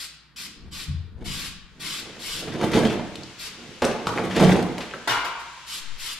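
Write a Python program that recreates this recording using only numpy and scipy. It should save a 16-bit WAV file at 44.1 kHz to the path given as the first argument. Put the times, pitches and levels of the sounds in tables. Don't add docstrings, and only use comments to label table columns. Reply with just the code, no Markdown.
import sys
import numpy as np
from scipy import signal
from scipy.fft import rfft, irfft, next_fast_len
from scipy.io import wavfile
from scipy.ndimage import uniform_filter1d, map_coordinates

SR = 44100
rng = np.random.default_rng(int(sys.argv[2]) if len(sys.argv) > 2 else 0)


def store_wav(level_fs):
    pcm = np.round(np.clip(np.atleast_2d(level_fs), -1, 1) * 32767)
    wavfile.write(sys.argv[1], SR, pcm.T.astype(np.int16))


N = 272959

# f/Hz, left minus right/dB
PORT_SHADING = [(50, 11.5), (130, -2), (400, -3), (1100, 0.5), (2700, 3), (5300, 0.5), (7600, 3.5),
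                (8500, -3.5), (9400, -2.5), (11000, -1), (15000, -4)]
# f/Hz, level/dB
MIC_TREBLE = [(12500, -1.5), (13300, -7), (14200, -15), (15800, -21)]
# f/Hz, t60/s
WALL_DECAY = [(80, 0.94), (250, 0.68), (1000, 0.95), (4000, 0.68), (8000, 0.41), (14000, 0.2)]
# f/Hz, likeness/1
LIKENESS = [(100, 0.53), (500, 0.94), (1500, 0.71), (3500, 0.43), (6000, 0.048), (14000, 0.067)]
# f/Hz, density/dB per Hz
ROOM_COLOUR = [(20, -24), (40, -24), (60, -3), (90, -20), (140, 0), (240, -13), (550, -27), (1500, -12.5),
               (4000, -41)]
# f/Hz, density/dB per Hz
HISS_SPECTRUM = [(410, -7.5), (700, -8), (766, -14), (848, 0), (1630, 2), (3020, 3.5), (6950, -5),
                 (12400, -23.5), (15000, -26)]
# t of peak/s, level/dB
DRAUGHT_PUFFS = [(.66, -42.5), (1.25, -35), (2.34, -46)]
# t of start/s, t of end/s, level/dB, pitch f/Hz
PANEL_BOOMS = [(0.645, 0.685, -42, 67.5), (0.858, 0.954, -30.5, 147.5), (0.868, 1.015, -28.5, 81.7),
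               (1.125, 1.154, -37.5, 69), (1.262, 1.303, -35.5, 160.7), (4.085, 4.149, -37, 127),
               (5.085, 5.13, -37, 116)]
# multiple of pitch/1, level/dB
PANEL_MODES = [(1, 2.5), (1.42, -13.5)]
# t/s, ring level/dB (6 dB is taken off in clang), clash level/dB
STEEL_CONTACTS = [(5.0744, -35, -22.5), (5.094, -35, -24.5), (5.107, -38, -25.5), (5.132, -41, -35),
                  (5.15, -55, -38), (5.197, -46.5, -40), (5.246, -43, -30.5), (5.395, -57, -40)]
# f/Hz, mean level/dB, t60/s
STEEL_MODES = [(846, -1, 0.48), (922.8, 9, 0.57), (990, 3.5, 0.58), (1031, -3, 0.96), (1053, -1, 0.77),
               (1125, 1, 0.76), (1152, -2.5, 0.87), (1223, -3, 0.61), (1320, -1, .6), (1378, -5, 0.79),
               (1434, 1, .7), (1549, -3, 0.5), (1563, -1.5, 0.73), (2040, -12, .3), (2116, 4, 0.32),
               (2320, 1, 0.39), (2345, -1, .42), (2492, -9, .28), (2900, -3, .45), (3246, -17, .6),
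               (3670, -14, .55)]
# f/Hz, density/dB per Hz
CLASH_COLOUR = [(100, -16), (620, -6.5), (950, 0.5), (2400, -6), (4800, -10), (7000, -18), (12000, -24.5),
                (15500, -27)]
# t/s, level/dB
CLACK_CONTACTS = [(4.0697, -13.5), (4.076, -24), (4.091, -21)]
# mean f/Hz, level/dB, t60/s
HOLLOW_MODES = [(205, -5, 0.05), (444, -7.5, 0.077), (705, -11, 0.036), (864, -8.5, 0.047),
                (1003, -6, 0.038), (1158, -3.5, 0.051), (1295, -4, 0.032), (1430, -8, 0.029),
                (3310, -14, .015), (5500, -14, .015)]
# t/s, level/dB, centre f/Hz, width/octaves
TICK_CONTACTS = [(2.734, -27, 3000, 1), (2.764, -24, 2600, 1.2), (2.872, -28, 3200, 1),
                 (3.156, -26, 4050, 1.05), (3.234, -29, 5000, .5), (3.843, -30, 6900, 1),
                 (3.851, -17.5, 6350, 0.84), (3.886, -43, 7500, .8), (4.1761, -19, 1725, 0.74),
                 (4.184, -17.5, 1300, 1.1), (4.364, -19.5, 3500, 1.9), (4.627, -28.5, 5200, 2.1),
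                 (4.7826, -28.5, 3600, 2.3), (4.806, -27.5, 3300, 0.58), (4.912, -32.5, 2490, 1)]
# t/s, level/dB, rise/s
FRAME_SCRAPES = [(2.71, -30, 0.011), (2.731, -22.5, 0.0023), (2.897, -28.5, .003), (4.308, -29, 0.0019),
                 (4.345, -24, 0.009), (4.363, -24, 0.0033), (4.383, -28, 0.01), (4.806, -30.5, 0.0017)]
# t/s, level/dB, centre f/Hz, width/octaves
FRAME_KNOCKS = [(2.483, -33.5, 1500, 1.5), (2.568, -33, 645, .4), (2.612, -26.5, 1400, 2.4),
                (2.756, -24, 1900, 3.6), (2.852, -19, 3200, 0.11), (3.82, -18, 860, 2.27),
                (3.843, -22.5, 760, 3.4), (3.913, -30.5, 2010, 1.4), (4.177, -25.5, 600, 1),
                (4.396, -20.5, 704, 3.2), (4.445, -23, 2800, 2.6), (4.781, -29.5, 2020, 2.8),
                (4.937, -30.5, 1440, 0.69)]
# t of peak/s, level/dB, mean pitch f/Hz, tenfold rise/s, tenfold fall/s
CASTER_DRONES = [(2.545, -31, 310, .04, .08), (2.648, -19, 345, 0.067, 0.064),
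                 (2.775, -20, 440, 0.066, 0.054), (2.862, -19.5, 222, 0.12, 0.034),
                 (4.42, -19.5, 182, 0.05, 0.072), (4.44, -23.5, 615, 0.06, 0.055),
                 (4.488, -16.5, 183.7, 0.17, 0.11), (4.565, -20.5, 240, 0.035, 0.087)]
# t/s, level/dB
CASTER_BUMPS = [(2.55, -24), (2.628, -21), (2.642, -17), (2.757, -15.5), (2.771, -15), (2.835, -18),
                (2.856, -15.5), (2.957, -20.5), (2.995, -21), (4.4, -12), (4.423, -14), (4.459, -11.5),
                (4.478, -12.5), (4.493, -9), (4.511, -18), (4.556, -11.5)]
# t of top speed/s, tenfold run-up/s, tenfold coast/s, rumble level/dB, rattle over rumble/dB
CREEPER_SHOVES = [(.47, 0.23, 0.73, -51.5, -14), (0.678, 0.2, 0.96, -49, -12), (1.21, 0.06, 0.24, -46, -2),
                  (1.3, 0.042, 0.21, -39, -13), (1.83, 0.14, 0.57, -46, -8.5),
                  (2.08, 0.17, 0.46, -48.5, 1.5), (2.43, 0.084, 0.13, -45, 1),
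                  (2.55, 0.26, 0.053, -34.5, -0.5), (2.637, 0.043, 0.055, -22.5, 3),
                  (2.768, 0.13, 0.16, -21, 3), (2.862, 0.18, 0.13, -24.5, -2),
                  (3.19, 0.13, 0.16, -40, -7.5), (3.7, 0.46, 0.12, -44.5, -2.5),
                  (4.19, 0.3, 0.47, -34.5, 3), (4.435, 0.13, 0.12, -17, -1.5),
                  (4.515, 0.15, 0.19, -22.5, 1.5), (4.946, 0.029, 0.051, -46, 8.5),
                  (5.75, 0.098, 0.58, -57.5, -13)]
# f/Hz, density/dB per Hz
ROLLING_COLOUR = [(30, -55), (60, -10), (100, -2.5), (150, 2), (195, 0), (270, 0), (350, 1), (480, -0.5),
                  (720, -7.5), (1000, -9), (1500, -16.5), (3400, -19), (9000, -39.5), (14000, -53)]
# f/Hz, width/Hz, level/dB
BOARD_MODES = [(182.2, 16, 4), (235, 24, 1), (303, 36, 1), (345.5, 19, 4.5), (438, 56, -1.5),
               (614, 33, -5.5), (720, 49, -4), (902, 23, -9)]
# t of start/s, t of end/s, mid-press level/dB, valve opening time constant/s,
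# tilt/dB per octave, f of strongest panel hiss/Hz
NOZZLE_PRESSES = [(-.05, 0.052, -34.5, .01, -1, 4500), (0.36, 0.463, -37.5, 0.0015, -1.15, 4750),
                  (0.709, 0.843, -37, 0.018, -2, 4230), (1.24, 1.481, -35, 0.013, -1.8, 3750),
                  (1.794, 1.998, -34, 0.011, -2, 3520), (2.185, 2.404, -33.5, 0.034, -1.5, 3140),
                  (3.38, 3.478, -36, 0.016, -2, 4700), (5.66, 5.789, -34, 0.03, -0.7, 3360),
                  (5.8, 5.964, -41.5, 0.039, -8, 7040), (5.974, 6.133, -34, 0.029, -1.1, 2960)]
# f/Hz, density/dB per Hz
JET_COLOUR = [(400, -22), (750, -24.5), (1150, -11), (1800, -9), (2500, -4), (3300, -3), (4900, -1),
              (5900, -6), (7500, -5), (9500, -6), (11000, -9.5), (12800, -7.5), (15000, -12.5)]


def amp(db):
    return 10 ** (np.asarray(db) / 20)


def unit(x):
    return x / np.sqrt(np.mean(x ** 2) + 1e-20)


def along(points, hz):
    f, value = np.transpose(points)
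    return np.interp(np.log(hz + 1), np.log(f + 1), value)


def clock():
    return np.arange(N) / SR


def filtered(x, response):
    n = x.shape[-1]
    m = next_fast_len(n + 8192)
    return irfft(rfft(x, m) * response(np.fft.rfftfreq(m, 1 / SR)), m)[..., :n]


def causal(points):
    size = 4096
    cepstrum = irfft(np.log(amp(along(points, np.fft.rfftfreq(size, 1 / SR))) + 1e-6))
    cepstrum[1:size // 2] *= 2
    cepstrum[size // 2 + 1:] = 0
    return irfft(np.exp(rfft(cepstrum)))


def add(track, start_s, sound):
    part = track[round(start_s * SR):][:len(sound)]
    part += sound[:len(part)]


def wobble(rate_hz, size):
    knots = rng.standard_normal(int(size * rate_hz / SR) + 4)
    return map_coordinates(knots, [np.arange(size) * rate_hz / SR])


def swell(peak_s, rise_s, fall_s):
    t = clock() - peak_s
    return 10 ** -np.maximum(-t / rise_s, t / fall_s)


def cluster(size, centre_hz, octaves, skirt=1.87):
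    def band(hz):
        offset = np.log2((hz + 1) / centre_hz) / octaves
        return (1 + offset ** 2) ** -skirt
    return unit(filtered(rng.standard_normal(size), band))


def jolts(rate_hz, spread_db):
    hits = rng.random(N) < rate_hz / SR
    signs = rng.choice([-1, 1], N)
    sizes = amp(spread_db * np.clip(rng.standard_normal(N), -2, 2))
    return unit(hits * signs * sizes)


def diffuse(two):
    def mix(hz):
        turn = np.arccos(np.clip(along(LIKENESS, hz), -1, 1)) / 2
        return np.array([np.cos(turn), np.sin(turn)])
    mid, side = filtered(two, mix)
    return np.array([mid + side, mid - side])


def garage(x, wet_db, near_db, near_from_hz=650):
    hz, t, z = signal.stft(rng.standard_normal((2, SR)), SR, nperseg=256)
    decay = amp(-60 * t / along(WALL_DECAY, hz)[:, None])
    tail = signal.istft(z * decay, SR, nperseg=256)[1]
    age_s = np.arange(tail.shape[1]) / SR
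    walls = tail * (1 - np.exp(-age_s / 0.0038))
    near = rng.standard_normal(tail.shape) * np.exp(-age_s / 0.006)
    near = filtered(near, lambda hz: hz ** 2 / (hz ** 2 + near_from_hz ** 2))
    echoes = amp(wet_db) * walls / np.linalg.norm(walls[0])
    echoes = echoes + amp(near_db) * near / np.linalg.norm(near[0])
    direct = filtered(x, lambda hz: (1 + (hz / 6000) ** 4) ** -.5)
    return direct + signal.fftconvolve(x[None], diffuse(echoes), axes=1)[:, :N]


def spots(count, sweep_hz=5):
    place = count * sweep_hz * clock()
    return [np.maximum(1 - np.abs((place - k) % count - 1), 0) for k in range(count)]


def roaming(x, wet_db, near_db):
    return sum(garage(x * share, wet_db, near_db) for share in spots(count=3))


def coloured(colour):
    noise = rng.standard_normal((2, N))
    return unit(diffuse(filtered(noise, lambda hz: amp(along(colour, hz)))))


def soft_hiss(full_s=2.15, full_db=-45, fade_db_per_s=34, creep_db_per_s=0.3):
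    since_s = clock() - full_s
    level_db = full_db + np.minimum(fade_db_per_s * since_s, creep_db_per_s * since_s)
    return amp(level_db) * coloured(HISS_SPECTRUM)


def draught(rise_s=0.13, fall_s=0.52):
    puffs = sum(amp(db) * swell(s, rise_s, fall_s) for s, db in DRAUGHT_PUFFS)
    return puffs * coloured([(8, -10), (22, 0.5), (60, -5.5), (200, -6.5), (1000, -102)])


def background(ambient_db=-60, hum_db=-60, hum_hz=60):
    hum = amp(hum_db) * np.sin(2 * np.pi * hum_hz * clock())
    return amp(ambient_db) * coloured(ROOM_COLOUR) + hum + draught() + soft_hiss()


def booms(waver=0.088, judder_db=2, rise_s=0.02, release_t60_s=.16):
    out, t = np.zeros(N), np.arange(SR) / SR
    for start_s, end_s, db, pitch_hz in PANEL_BOOMS:
        note = 0
        for multiple, mode_db in PANEL_MODES:
            hz = multiple * pitch_hz * (1 + waver * wobble(55.3, SR))
            note = note + amp(mode_db) * np.sin(2 * np.pi * np.cumsum(hz) / SR)
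        release_db = 60 * np.maximum(start_s + t - end_s, 0) / release_t60_s
        level = amp(db - release_db + judder_db * wobble(50.3, SR))
        add(out, start_s, level * (1 - np.exp(-(t / rise_s) ** 2)) * unit(note))
    return out


def clang(clash_t60_s=0.16, blur_rad=1.0):
    out, t = np.zeros(N), np.arange(SR * 3 // 4) / SR
    phases = [2 * np.pi * hz * t + blur_rad * wobble(45.5, len(t)) for hz, db, t60_s in STEEL_MODES]
    for s, ring_db, clash_db in STEEL_CONTACTS:
        ring = 0
        for phase, (hz, db, t60_s) in zip(phases, STEEL_MODES):
            level = amp(db + rng.normal(0, 2.3) - 60 * t / t60_s)
            ring = ring + level * np.sin(phase + 2 * np.pi * rng.random())
        clash = unit(filtered(rng.standard_normal(len(t)), lambda hz: amp(along(CLASH_COLOUR, hz))))
        add(out, s, amp(ring_db - 6.0) * ring + amp(clash_db - 60 * t / clash_t60_s) * clash)
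    return out


def clacks(crack_db=-6, crack_s=0.0033, crack_hz=3400, scatter=.05):
    out, t = np.zeros(N), np.arange(SR // 4) / SR
    for s, level_db in CLACK_CONTACTS:
        ring = 0
        for hz, db, t60_s in HOLLOW_MODES:
            shifted_hz = hz * (1 + scatter * rng.uniform(-1, 1))
            ring = ring + amp(db - 60 * t / t60_s) * np.sin(2 * np.pi * (shifted_hz * t + rng.random()))
        crack = amp(crack_db) * np.exp(-t / crack_s) * cluster(len(t), crack_hz, octaves=1.6)
        add(out, s, amp(level_db) * (ring + crack))
    return out


def ticks(t60_s=0.014):
    out, t = np.zeros(N), np.arange(SR // 8) / SR
    for s, db, centre_hz, octaves in TICK_CONTACTS:
        add(out, s, amp(db - 60 * t / t60_s) * cluster(len(t), centre_hz, octaves))
    return out


def scrapes(centre_hz=1950, octaves=1.68, t60_s=0.18):
    out, t = np.zeros(N), np.arange(SR // 3) / SR
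    for s, db, rise_s in FRAME_SCRAPES:
        level = amp(db - 60 * t / t60_s) * (1 - np.exp(-t / rise_s))
        add(out, s, level * cluster(len(t), centre_hz, octaves))
    return out


def knocks(crack_db=-3, crack_s=0.0055, crack_octaves=1.15, ring_cycles=64, hard_db=-20,
           thud_db=-24.5, thud_db_per_db=1.27, thud_hz=310, thud_octaves=1.87, thud_t60_s=0.34):
    out, t = np.zeros(N), np.arange(SR // 3) / SR
    for s, db, centre_hz, octaves in FRAME_KNOCKS:
        ring = amp(-60 * t * centre_hz / ring_cycles) * cluster(len(t), centre_hz, octaves)
        crack = amp(crack_db) * np.exp(-t / crack_s) * cluster(len(t), centre_hz, crack_octaves)
        blow_db = thud_db + thud_db_per_db * (db - hard_db)
        thud_level = np.sqrt(octaves) * amp(blow_db - 60 * t / thud_t60_s)
        thud = thud_level * cluster(len(t), thud_hz, thud_octaves)
        add(out, s, amp(db) * (ring + crack) + thud)
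    return out


def drones(waver=0.0346, judder_db=2.5, overtone_db=-13):
    out = np.zeros(N)
    for s, db, hz, rise_s, fall_s in CASTER_DRONES:
        phase = 2 * np.pi * np.cumsum(hz * (1 + waver * wobble(70, N))) / SR
        note = unit(np.sin(phase) + amp(overtone_db) * np.sin(2 * phase))
        out += amp(db + judder_db * wobble(90, N)) * swell(s, rise_s, fall_s) * note
    return out


def bumps(soft_hz=2500, contact_s=0.0039, ring_db=-10, ring_t60_s=0.15):
    out, t = np.zeros(N), np.arange(SR // 4) / SR
    board = causal([(hz, db - 20 * np.log10(1 + (hz / soft_hz) ** 2)) for hz, db in ROLLING_COLOUR])
    for s, db in CASTER_BUMPS:
        contact = rng.standard_normal(len(t)) * np.exp(-t / contact_s)
        blow = signal.fftconvolve(contact, board)[:len(t)]
        ring = unit(sum(amp(mode_db + rng.normal(0, 4.1)) * np.sin(2 * np.pi * hz * t)
                        for hz, width_hz, mode_db in BOARD_MODES))
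        add(out, s, amp(db) * (blow / np.abs(blow).max() + amp(ring_db - 60 * t / ring_t60_s) * ring))
    return out


def board_response(hz):
    total = 0
    for k, (centre_hz, width_hz, db) in enumerate(BOARD_MODES):
        damping = 1j * hz * width_hz
        total = total + (-1) ** k * amp(db) * damping / (centre_hz ** 2 - hz ** 2 + damping)
    return total


def creeper(board_db=-2, split_hz=280, grit_db=-17, chatter_db=2.5):
    pushes = np.array([amp(db) * swell(s, run_up_s, coast_s)
                       for s, run_up_s, coast_s, db, rattle_db in CREEPER_SHOVES])
    rumble = np.linalg.norm(pushes, axis=0)
    rattle = np.linalg.norm(pushes * amp([[shove[-1]] for shove in CREEPER_SHOVES]), axis=0)
    rolling = unit(signal.fftconvolve(jolts(rate_hz=900, spread_db=3), causal(ROLLING_COLOUR))[:N])
    board = unit(filtered(jolts(rate_hz=500, spread_db=2.5), board_response))
    body = rolling + amp(board_db) * board
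    low = filtered(body, lambda hz: 1 / (1 + (hz / split_hz) ** 6))
    grit_colour = [(300, -22), (900, -2.0), (3000, -6.0), (9000, -7.5), (15000, -17.0)]
    grit = unit(signal.fftconvolve(jolts(rate_hz=300, spread_db=5.5), causal(grit_colour))[:N])
    chatter = unit(amp(chatter_db * wobble(70, N)))
    return rumble * unit(low) + rattle * chatter * (unit(body - low) + amp(grit_db) * grit)


def spray(drift_db=0.32, splash_db=2.0, splash_octaves=0.18, valve_shut_s=0.0083, sag_ends_db=2.5):
    out, t = np.zeros(N), clock()
    z = signal.stft(rng.standard_normal(N), nperseg=512)[2]
    patches = uniform_filter1d(rng.standard_normal(z.shape), size=6, axis=0)
    patches = uniform_filter1d(patches, size=14, axis=1)
    turbulence = signal.istft(z * amp(drift_db * unit(patches)), nperseg=512)[1][:N]
    for start_s, end_s, db, open_s, tilt_db, splash_hz in NOZZLE_PRESSES:
        def jet_response(hz):
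            octave = np.log2((hz + 1) / splash_hz)
            panel_db = splash_db * np.exp(-(octave / splash_octaves) ** 2)
            return amp(along(JET_COLOUR, hz) + tilt_db * octave + panel_db)
        jet = unit(filtered(turbulence, jet_response))
        opening = 1 - np.exp(-np.maximum(t - start_s, 0) / open_s)
        closing = np.exp(-np.maximum(t - end_s, 0) / valve_shut_s)
        sag_db = sag_ends_db * np.interp(t, [start_s, end_s], [-1, 1]) ** 2
        out += amp(db - sag_db) * opening * closing * jet
    return roaming(out, wet_db=0.0, near_db=2.0)


def scene():
    booming = garage(booms(), wet_db=-13.5, near_db=-12.0)
    steel = garage(clang(), wet_db=1.5, near_db=4)
    clacking = garage(clacks(), wet_db=-4.0, near_db=-10)
    ticking = garage(ticks(), wet_db=-7, near_db=-8)
    knocking = garage(knocks() + scrapes(), wet_db=-4.5, near_db=-16)
    droning = garage(drones(), wet_db=-11.5, near_db=-12)
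    rolling = roaming(creeper() + bumps(), wet_db=-4.5, near_db=1.5)
    return background() + booming + steel + clacking + ticking + knocking + droning + rolling + spray()


def record(dry, top_hz=15800):
    sides = np.array([[.5], [-.5]])
    return filtered(dry, lambda hz: amp(sides * along(PORT_SHADING, hz) + along(MIC_TREBLE, hz)) * (hz < top_hz))


dry = scene()
out = record(dry)
store_wav(out)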